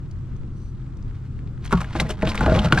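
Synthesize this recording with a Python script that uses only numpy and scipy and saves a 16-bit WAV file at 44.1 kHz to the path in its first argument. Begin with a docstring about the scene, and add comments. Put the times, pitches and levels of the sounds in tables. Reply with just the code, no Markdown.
"""A wet fish drops into the front hatch of a plastic kayak and flops about.
Its skin splats and crackles, and each blow booms in the hollow hull. The lid is lowered, bumps
and rubs on the rim, which makes it ring, and clacks shut. Sleeves rustle faintly before the drop.
All along, a low drone like a far engine lies over calm water that ticks on the hull."""
import sys
import numpy as np
from scipy import signal
from scipy.fft import rfft, irfft, next_fast_len
from scipy.io import wavfile
from scipy.ndimage import map_coordinates

SR = 44100
rng = np.random.default_rng(int(sys.argv[2]) if len(sys.argv) > 2 else 0)


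def digitize_waveform(pressure):
    """Quantize a signal to 16-bit integers and store it at the path in sys.argv[1].

    Rows of a 2-D input are taken as channels; values are limited to [-1, 1].
    """
    field = np.atleast_2d(pressure).T
    bounded = np.clip(field, -1, 1)
    quanta = np.round(bounded * 32767).astype(np.int16)
    wavfile.write(sys.argv[1], SR, quanta)


N = 123479

# The drone. Each row: pitch in Hz, level in dB.
DRONE_TONES = [(47.5, -38), (92, -40.5), (125.5, -38), (329.5, -59)]
# Drips and small handling ticks. Each row: start in seconds, level in dB, pitch in Hz.
DRIPS = [(0.112, -47.5, 5900), (.365, -55.5, 6500), (.433, -52, 1910), (0.971, -53.5, 6800),
         (1.026, -52.5, 6060), (1.391, -44.5, 1660), (1.474, -49.5, 2800), (1.577, -45.5, 1240)]
# Sleeves rustling, the fish sliding, lid and fish rubbing. Each row: time in seconds, level in dB.
RUSTLE_LEVELS = [(.18, -67.5), (.3, -65), (.5, -75), (.72, -72), (.77, -64.5), (.94, -71.5), (1.15, -63),
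                 (1.55, -68)]
SLIDE_LEVELS = [(1.59, -68), (1.65, -43.5), (1.69, -51.5), (1.74, -38), (1.82, -45.5), (1.88, -51),
                (1.94, -48), (1.96, -34.5), (2.06, -47.5), (2.105, -37.5), (2.16, -56), (2.25, -42),
                (2.285, -34.5), (2.335, -43.5), (2.41, -36), (2.48, -40), (2.56, -31), (2.625, -40),
                (2.65, -28), (2.7, -48), (2.74, -36.5), (2.8, -30.5)]
RUB_PRESSURE = [(1.69, -85), (1.74, -39), (1.88, -51), (1.94, -49), (1.96, -40), (2.03, -33.5), (2.09, -42),
                (2.17, -47.5), (2.24, -33), (2.39, -37.5), (2.42, -30), (2.52, -28), (2.6, -32.5),
                (2.7, -34), (2.8, -30.5)]
# Wet skin slapping and peeling off plastic. Each row: start in seconds, level in dB, fade in seconds.
# A fade, called t60 in the code, is the time a sound takes to drop by 60 dB.
SKIN_SPLATS = [(1.647, -38.5, 0.038), (1.6593, -37.5, 0.046), (1.7262, -23.5, 0.018), (1.805, -35.5, 0.09),
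               (2.0012, -22.5, 0.06), (2.091, -35, 0.11), (2.106, -28.5, 0.033), (2.29, -34.5, 0.11),
               (2.355, -27.5, 0.025), (2.654, -40, 0.055), (2.79, -27.5, 0.048)]
# Sharp cracks of the fish hitting the tub, then lid and rim clacking.
# Each row: start in seconds, level in dB, pitch in Hz, fade in seconds.
SHARP_HITS = [(1.7097, -26.5, 1300, 0.044), (1.7198, -23, 1390, 0.057), (1.7256, -14.5, 1410, 0.022),
              (1.7314, -19, 1400, 0.022), (1.779, -31, 1106, 0.051), (1.8059, -25, 1190, 0.025),
              (1.8155, -24, 1140, 0.028), (1.844, -30, 1680, 0.029), (1.908, -35.5, 920, 0.032),
              (1.9991, -14.5, 2100, 0.028), (2.0, -19.5, 4000, 0.035), (2.063, -39.5, 1900, 0.064),
              (2.1035, -28, 2910, 0.05), (2.2226, -22, 1880, 0.024), (2.273, -20.5, 2800, 0.018),
              (2.291, -26.5, 3920, 0.032), (2.299, -32, 5070, 0.052), (2.3184, -22.5, 2160, 0.013),
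              (2.346, -23.5, 1170, 0.045), (2.353, -29.5, 2260, 0.027), (2.3775, -18.5, 2380, 0.014),
              (2.408, -21, 1440, 0.046), (2.461, -24.5, 1470, 0.028), (2.55, -22.5, 2380, 0.023),
              (2.5904, -17.5, 3270, 0.023), (2.7233, -13.5, 2930, 0.029), (2.7245, -8.5, 1490, 0.031),
              (2.7752, -16, 1570, 0.053), (2.7871, -24.5, 3860, 0.017)]
# The fish landing in the tub under the hatch, and the lid bumping on the rim. Each row: start in seconds,
# boom in dB, boom pitch in Hz, boom fade in seconds, heave in dB, knock in dB, knock brightness in Hz.
FISH_FLOPS = [(1.7255, -11.5, 220, 0.097, -24, -12.5, 865), (1.7315, -2, 218, 0.024, -34, -15.5, 1240),
              (1.7425, -8.5, 175.5, 0.19, -10, -25, 900)]
LID_BUMPS = [(1.952, -20, 152, 0.034, -22, -17.5, 1960), (2.013, -30, 220, 0.14, -11, -21, 700),
             (2.096, -24.5, 422, 0.12, -36, -22.5, 1400), (2.229, -10, 192.4, 0.1, -11.5, -15, 800),
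             (2.272, -17.5, 307, 0.071, -12.5, -20.5, 880), (2.407, -19, 160, 0.06, -8.5, -14.5, 1500),
             (2.429, -23, 190, .04, -19, -18.5, 1000), (2.4625, -13, 273, 0.07, -7.5, -12, 1440),
             (2.478, -21, 176, 0.066, -24, -14.5, 1110), (2.495, -8.5, 108, 0.08, -8.5, -21, 806),
             (2.519, -15, 190, 0.026, -20, -12, 1030), (2.557, -13, 154.4, 0.11, -23, -15.5, 1100),
             (2.577, -15, 210.5, 0.2, -14, -14, 980), (2.646, -12, 160, 0.16, -14, -17, 750),
             (2.726, -8.5, 139.3, 0.23, -28, -11.5, 394)]
# The notes (modes) of tub and lid. Each row: pitch in Hz, relative level in dB, fade in seconds.
TUB_MODES = [(371, 3.5, 0.047), (457, 2.5, 0.033), (596, 6.5, 0.03), (940, -1, 0.14), (1120, -3, 0.19),
             (1305, 3, 0.11)]
LID_MODES = [(238, -7, 0.11), (340, -2.5, 0.12), (443, -3, 0.062), (502, 0, 0.062), (630, -1.5, 0.12),
             (721, -5.5, 0.06), (848, -4, 0.094), (1029, -3.5, 0.05), (1196, -5.5, 0.029),
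             (1440, -12, 0.037), (1526, -2.5, 0.033)]
# Presses and blows that ring one panel of the lid. Each row: start in seconds, level in dB, pitch in Hz.
PANEL_NOTES = [(2.2285, -14, 632), (2.478, -12, 643), (2.5195, -9.5, 633.3), (2.725, -17, 1480)]
# The tone colour of each noise. Each row: frequency in Hz, relative level in dB.
RUMBLE_COLOUR = [(15, -2), (28, 2.5), (60, -6), (80, -1), (135, -2.5), (160, -7.5), (230, -13),
                 (400, -24.5), (600, -39), (1200, -54.5), (3000, -100)]
AIR_COLOUR = [(150, -4), (500, 1), (1300, 7), (2200, -9), (4500, -14.5), (8000, -16), (11000, -39),
              (14000, -51)]
CLOTH_COLOUR = [(500, -15.5), (1400, 4), (3500, -7), (12000, -24.5)]
SWISH_COLOUR = [(2500, -26), (4200, -0.5), (5100, -8), (6100, 1), (7300, -19), (8600, -2.5), (9900, -22)]
SLIDE_COLOUR = [(200, -16.5), (900, 8), (2000, 7.5), (3800, 2.5), (8000, -11.5), (12000, -24), (15500, -31)]
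SPRAY_COLOUR = [(300, 6), (1200, 12), (3000, -0.5), (6000, 4.5), (9000, -1.5), (12000, -11.5), (15500, -9)]
HULL_COLOUR = [(20, -2.5), (55, 2), (90, -0.5), (130, 4), (210, -0.5), (300, -19), (600, -54)]
THUD_COLOUR = [(100, -11.5), (300, 9), (1400, 8), (4000, -22.5), (12000, -60)]
# How alike left and right are, far off and close by. Each row: frequency in Hz, likeness (1 is the same).
FAR_LIKENESS = [(25, 0.26), (60, 0.87), (120, 0.99), (500, 0.97), (2000, 0.3), (8000, .2)]
NEAR_LIKENESS = [(100, 0.84), (2000, 0.94), (5000, 0.99), (12000, 0.12)]
# The balance of the two microphones. Each row: frequency in Hz, left minus right in dB.
MIC_BALANCE = [(100, 1), (2500, 0.5), (5500, -0.5), (10000, -4.5), (14000, -7)]

RUMBLE_DB, AIR_DB = -33, -59.5
TICKS_PER_S, TICK_DB, TICK_HZ, TICK_T60 = 8.3, -59, 1900, 0.017
SWISH_S, SWISH_HALF_S, SWISH_DB = 0.63, 0.087, -66.5
CRACKLES_PER_S, SLIPS_PER_S, GRIP_S = 1000, 420, 0.06
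HULL_DB, HULL_GROWTH, HULL_REF_DB = 7, 0.89, -8
HEAVE_HZ, HEAVE_T60 = 59.6, 0.14
DECK_DB, DECK_T60, LEFT_LAG_S = -14.5, 0.048, 0.00004
ROLL_OFF_HZ, TOP_HZ = 13550, 15800


def amp(db):
    """Turn decibels into a gain."""
    return 10 ** (np.asarray(db) / 20)


def unit(x):
    """Scale a signal to an average size (rms) of 1."""
    return x / np.sqrt(np.mean(x ** 2) + 1e-20)


def along(points, hz):
    """Read between the rows of a frequency table, on a log scale."""
    freqs, values = np.transpose(points)
    return np.interp(np.log(hz + 1), np.log(freqs + 1), values)


def curve(rows):
    """Join the rows of a time table with straight lines."""
    return np.interp(np.arange(N) / SR, *np.transpose(rows))


def wobble(rate):
    """A smooth curve through `rate` random values a second."""
    return map_coordinates(rng.standard_normal(N // 100), [np.arange(N) * rate / SR])


def filtered(x, response):
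    """Scale and delay each frequency of x by response(hz)."""
    n = x.shape[-1]
    padded = next_fast_len(n + SR // 4)
    return irfft(rfft(x, padded) * response(np.fft.rfftfreq(padded, 1 / SR)), padded)[..., :n]


def coloured(x, spectrum):
    """Give x a tone colour."""
    size = 4096
    cepstrum = irfft(np.log(amp(along(spectrum, np.fft.rfftfreq(size, 1 / SR)))))
    cepstrum[1:size // 2] *= 2  # folded so the filter rings only after a click, never before
    cepstrum[size // 2 + 1:] = 0
    kernel = irfft(np.exp(rfft(cepstrum)))
    return signal.fftconvolve(x, kernel / np.linalg.norm(kernel))[:len(x)]


def spread(mid, side, likeness):
    """Mix two unrelated signals into a left and right of the given likeness."""
    def weights(hz):
        turn = np.arccos(np.clip(along(likeness, hz), -1, 1)) / 2
        return np.array([np.cos(turn), np.sin(turn)])
    mid, side = filtered(np.array([mid, side]), weights)
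    return np.array([mid + side, mid - side])


def rush(spectrum):
    """Steady, far-off stereo noise."""
    mid, side = [coloured(rng.standard_normal(N), spectrum) for _ in range(2)]
    return unit(spread(mid, side, FAR_LIKENESS))


def add(track, start, sound):
    """Mix a sound into the track at `start` seconds."""
    part = track[max(round(start * SR), 0):][:len(sound)]
    part += sound[:len(part)]


def age():
    """Seconds since a blow, up to a quarter second."""
    return np.arange(SR // 4) / SR


def fade(t60):
    """Die away by 60 dB every t60 seconds."""
    return amp(-60 * age() / t60)


def ring(hz, t60, rise_s):
    """One fading note with a soft start."""
    return np.sin(2 * np.pi * hz * age()) * fade(t60) * (1 - np.exp(-age() / rise_s))


def grains(rate, scatter_db):
    """Random clicks of uneven size, about `rate` a second."""
    size = amp(scatter_db * np.clip(rng.standard_normal(N), -2, 2)) * rng.choice([-1, 1], N)
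    return unit(size * (rng.random(N) < rate / SR))


def background():
    """Wavering drone tones in a low rumble, under faint open air."""
    t = np.arange(N) / SR
    drone = np.zeros(N)
    for hz, db in DRONE_TONES:
        level = amp(db + 0.83 * wobble(5.72)) * np.sqrt(2)
        drone += level * np.sin(2 * np.pi * hz * t + 0.47 * wobble(7.0))
    rumble = amp(RUMBLE_DB + wobble(6.36)) * rush(RUMBLE_COLOUR)
    air = amp(AIR_DB + 0.66 * wobble(6.9)) * rush(AIR_COLOUR)
    return drone + rumble + air


def crack(centre_hz, t60, dull_hz=4600):
    """A sharp hit and its chatter; the longer it lasts, the clearer its pitch."""
    force = rng.standard_normal(len(age())) * fade(t60)
    force[0] = 0.54 * np.linalg.norm(force)  # the first hit
    width_hz = centre_hz / (136 * t60)
    resonance = lambda hz: 1j * hz / (centre_hz ** 2 - hz ** 2 + 1j * hz * width_hz)
    body = filtered(force, lambda hz: resonance(hz) / (1 + 1j * hz / dull_hz - (hz / dull_hz) ** 2))
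    bright_edge = amp(-9.5) * unit(coloured(force, SPRAY_COLOUR))
    burst = unit(body) + bright_edge
    return burst * np.linalg.norm(fade(t60)) / np.linalg.norm(burst)


def water_ticks():
    """A few clearer drips and ticks among faint ripples against the hull."""
    out = np.zeros(N)
    ripples = [(when * N / SR, TICK_DB + 8 * (size - .5), TICK_HZ * 2 ** (2 * pitch - 1))
               for when, size, pitch in rng.random((int(TICKS_PER_S * N / SR), 3))]
    for start, db, hz in DRIPS + ripples:
        add(out, start, amp(db) * crack(hz, TICK_T60))
    return out


def sleeves():
    """Cloth and wet grip crackle as the fish is lifted; an arm swings out with a soft swish."""
    cloth = coloured(grains(900, scatter_db=5), CLOTH_COLOUR)
    rustle = amp(curve(RUSTLE_LEVELS) + 1.8 * wobble(45)) * cloth
    swell = np.exp(-((np.arange(N) / SR - SWISH_S) / SWISH_HALF_S) ** 4)
    return rustle + amp(SWISH_DB) * swell * coloured(rng.standard_normal(N), SWISH_COLOUR)


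def wet_skin():
    """The fish splats and slides: tiny films of water snap in clumps."""
    splat_level = np.zeros(N)
    for start, db, t60 in SKIN_SPLATS:
        add(splat_level, start, amp(db) * fade(t60))
    droplets = grains(5000, scatter_db=7.0) + 0.73 * rng.standard_normal(N)
    spray = splat_level * unit(droplets * amp(1.3 * wobble(300)))
    clumps = amp(4 * wobble(220))
    crackle = grains(CRACKLES_PER_S, scatter_db=3.5) + 0.94 * rng.standard_normal(N)
    slide = amp(curve(SLIDE_LEVELS)) * unit(clumps * crackle)
    return coloured(spray, SPRAY_COLOUR) + coloured(slide, SLIDE_COLOUR)


def plastic_ring(modes, vary_db=3.0, vary_pitch=0.025):
    """Tapped plastic gives its notes and a dead thud, a little different at each spot."""
    notes = np.zeros(len(age()))
    for hz, db, t60 in modes:
        gain = amp(db + vary_db * rng.normal()) * rng.choice([-1, 1])
        notes += gain * ring(hz * (1 + vary_pitch * rng.normal()), t60, rise_s=0.000069)
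    thud = coloured(rng.standard_normal(len(notes)) * fade(0.024), THUD_COLOUR)
    tap = notes + 2.26 * thud
    return tap / np.linalg.norm(tap)


def rubbing():
    """Uneven slips shake the hull and ring the lid, differently at each new grip on the rim."""
    pressure_db = curve(RUB_PRESSURE)
    slips = grains(SLIPS_PER_S, scatter_db=2.5) * amp(pressure_db + 1.8 * wobble(60))
    hull_gain = amp(HULL_DB + (HULL_GROWTH - 1) * (pressure_db - HULL_REF_DB))
    out = hull_gain * coloured(slips, HULL_COLOUR)
    for start in np.arange(RUB_PRESSURE[0][0], N / SR, GRIP_S):
        grip = slips[int(start * SR):int((start + GRIP_S) * SR)]
        add(out, start, signal.fftconvolve(grip, plastic_ring(LID_MODES)))
    return out


def sharp_hits():
    """The fish hits the tub, then the lid hits the rim: short cracks that also ring the lid."""
    out = np.zeros(N)
    for start, db, centre_hz, t60 in SHARP_HITS:
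        burst = crack(centre_hz, t60)
        lid = signal.fftconvolve(burst, plastic_ring(LID_MODES))[:len(burst)]
        add(out, start, amp(db) * (burst + amp(-12.5) * lid))
    return out


def blows(rows, modes):
    """Each soft blow knocks the plastic, booms in the hollow and makes the whole hull heave."""
    out = np.zeros(N)
    for start, boom_db, boom_hz, t60, heave_db, knock_db, bright_hz in rows:
        force = 0.061 * rng.standard_normal(len(age())) * fade(0.042)
        force[0] += 1  # one push ahead of the faint chatter
        struck = signal.fftconvolve(force, plastic_ring(modes))[:len(force)]
        knock = filtered(struck, lambda hz: 1 / (1 + 1j * hz / bright_hz) ** 2)
        knock = amp(knock_db) * knock / np.std(knock[:SR // 100]) / 2
        boom = amp(boom_db) * ring(boom_hz, t60, rise_s=0.0028)
        heave = amp(heave_db) * ring(HEAVE_HZ, HEAVE_T60, rise_s=0.0069)
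        add(out, start, knock + boom + heave)
    return out


def lid_panels():
    """The lid's flat faces ring with hollow notes."""
    out = np.zeros(N)
    for start, db, hz in PANEL_NOTES:
        add(out, start, amp(db) * ring(hz, t60=0.1, rise_s=0.00065))
    return out


def deck_echo(pair):
    """Add a short echo, with little bass, off the deck and arms."""
    tails = rng.standard_normal((2, len(age()))) * fade(DECK_T60) * (1 - np.exp(-age() / 0.0024))
    echo = signal.fftconvolve(pair.mean(axis=0)[None], tails / np.linalg.norm(tails[0]), axes=1)[:, :N]
    thin_echo = filtered(echo, lambda hz: 1j * hz / (900 + 1j * hz))
    return pair + amp(DECK_DB) * spread(*thin_echo, NEAR_LIKENESS)


def microphones(pair):
    """The left side hears slightly later, the right side brighter."""
    sides = np.array([[1], [-1]])
    delay = lambda hz: np.exp(-1j * np.pi * hz * sides * LEFT_LAG_S)
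    return filtered(pair, lambda hz: amp(sides * along(MIC_BALANCE, hz) / 2) * delay(hz))


def scene():
    """The hatch at arm's length on open water; the fine crackle differs between left and right."""
    crackle = lambda: sharp_hits() + wet_skin() + water_ticks() + sleeves()
    body = blows(FISH_FLOPS, TUB_MODES) + blows(LID_BUMPS, LID_MODES) + lid_panels() + rubbing()
    hatch = spread(body + crackle(), crackle(), NEAR_LIKENESS)
    return microphones(deck_echo(hatch) + background())


def record(dry):
    """Round off the loudest peaks, dull the high treble and cut everything above TOP_HZ."""
    rounded = dry / (1 + np.abs(dry) ** 8) ** (1 / 8)
    return filtered(rounded, lambda hz: (hz < TOP_HZ) / (1 + (hz / ROLL_OFF_HZ) ** 20))


dry = scene()
out = record(dry)
digitize_waveform(out)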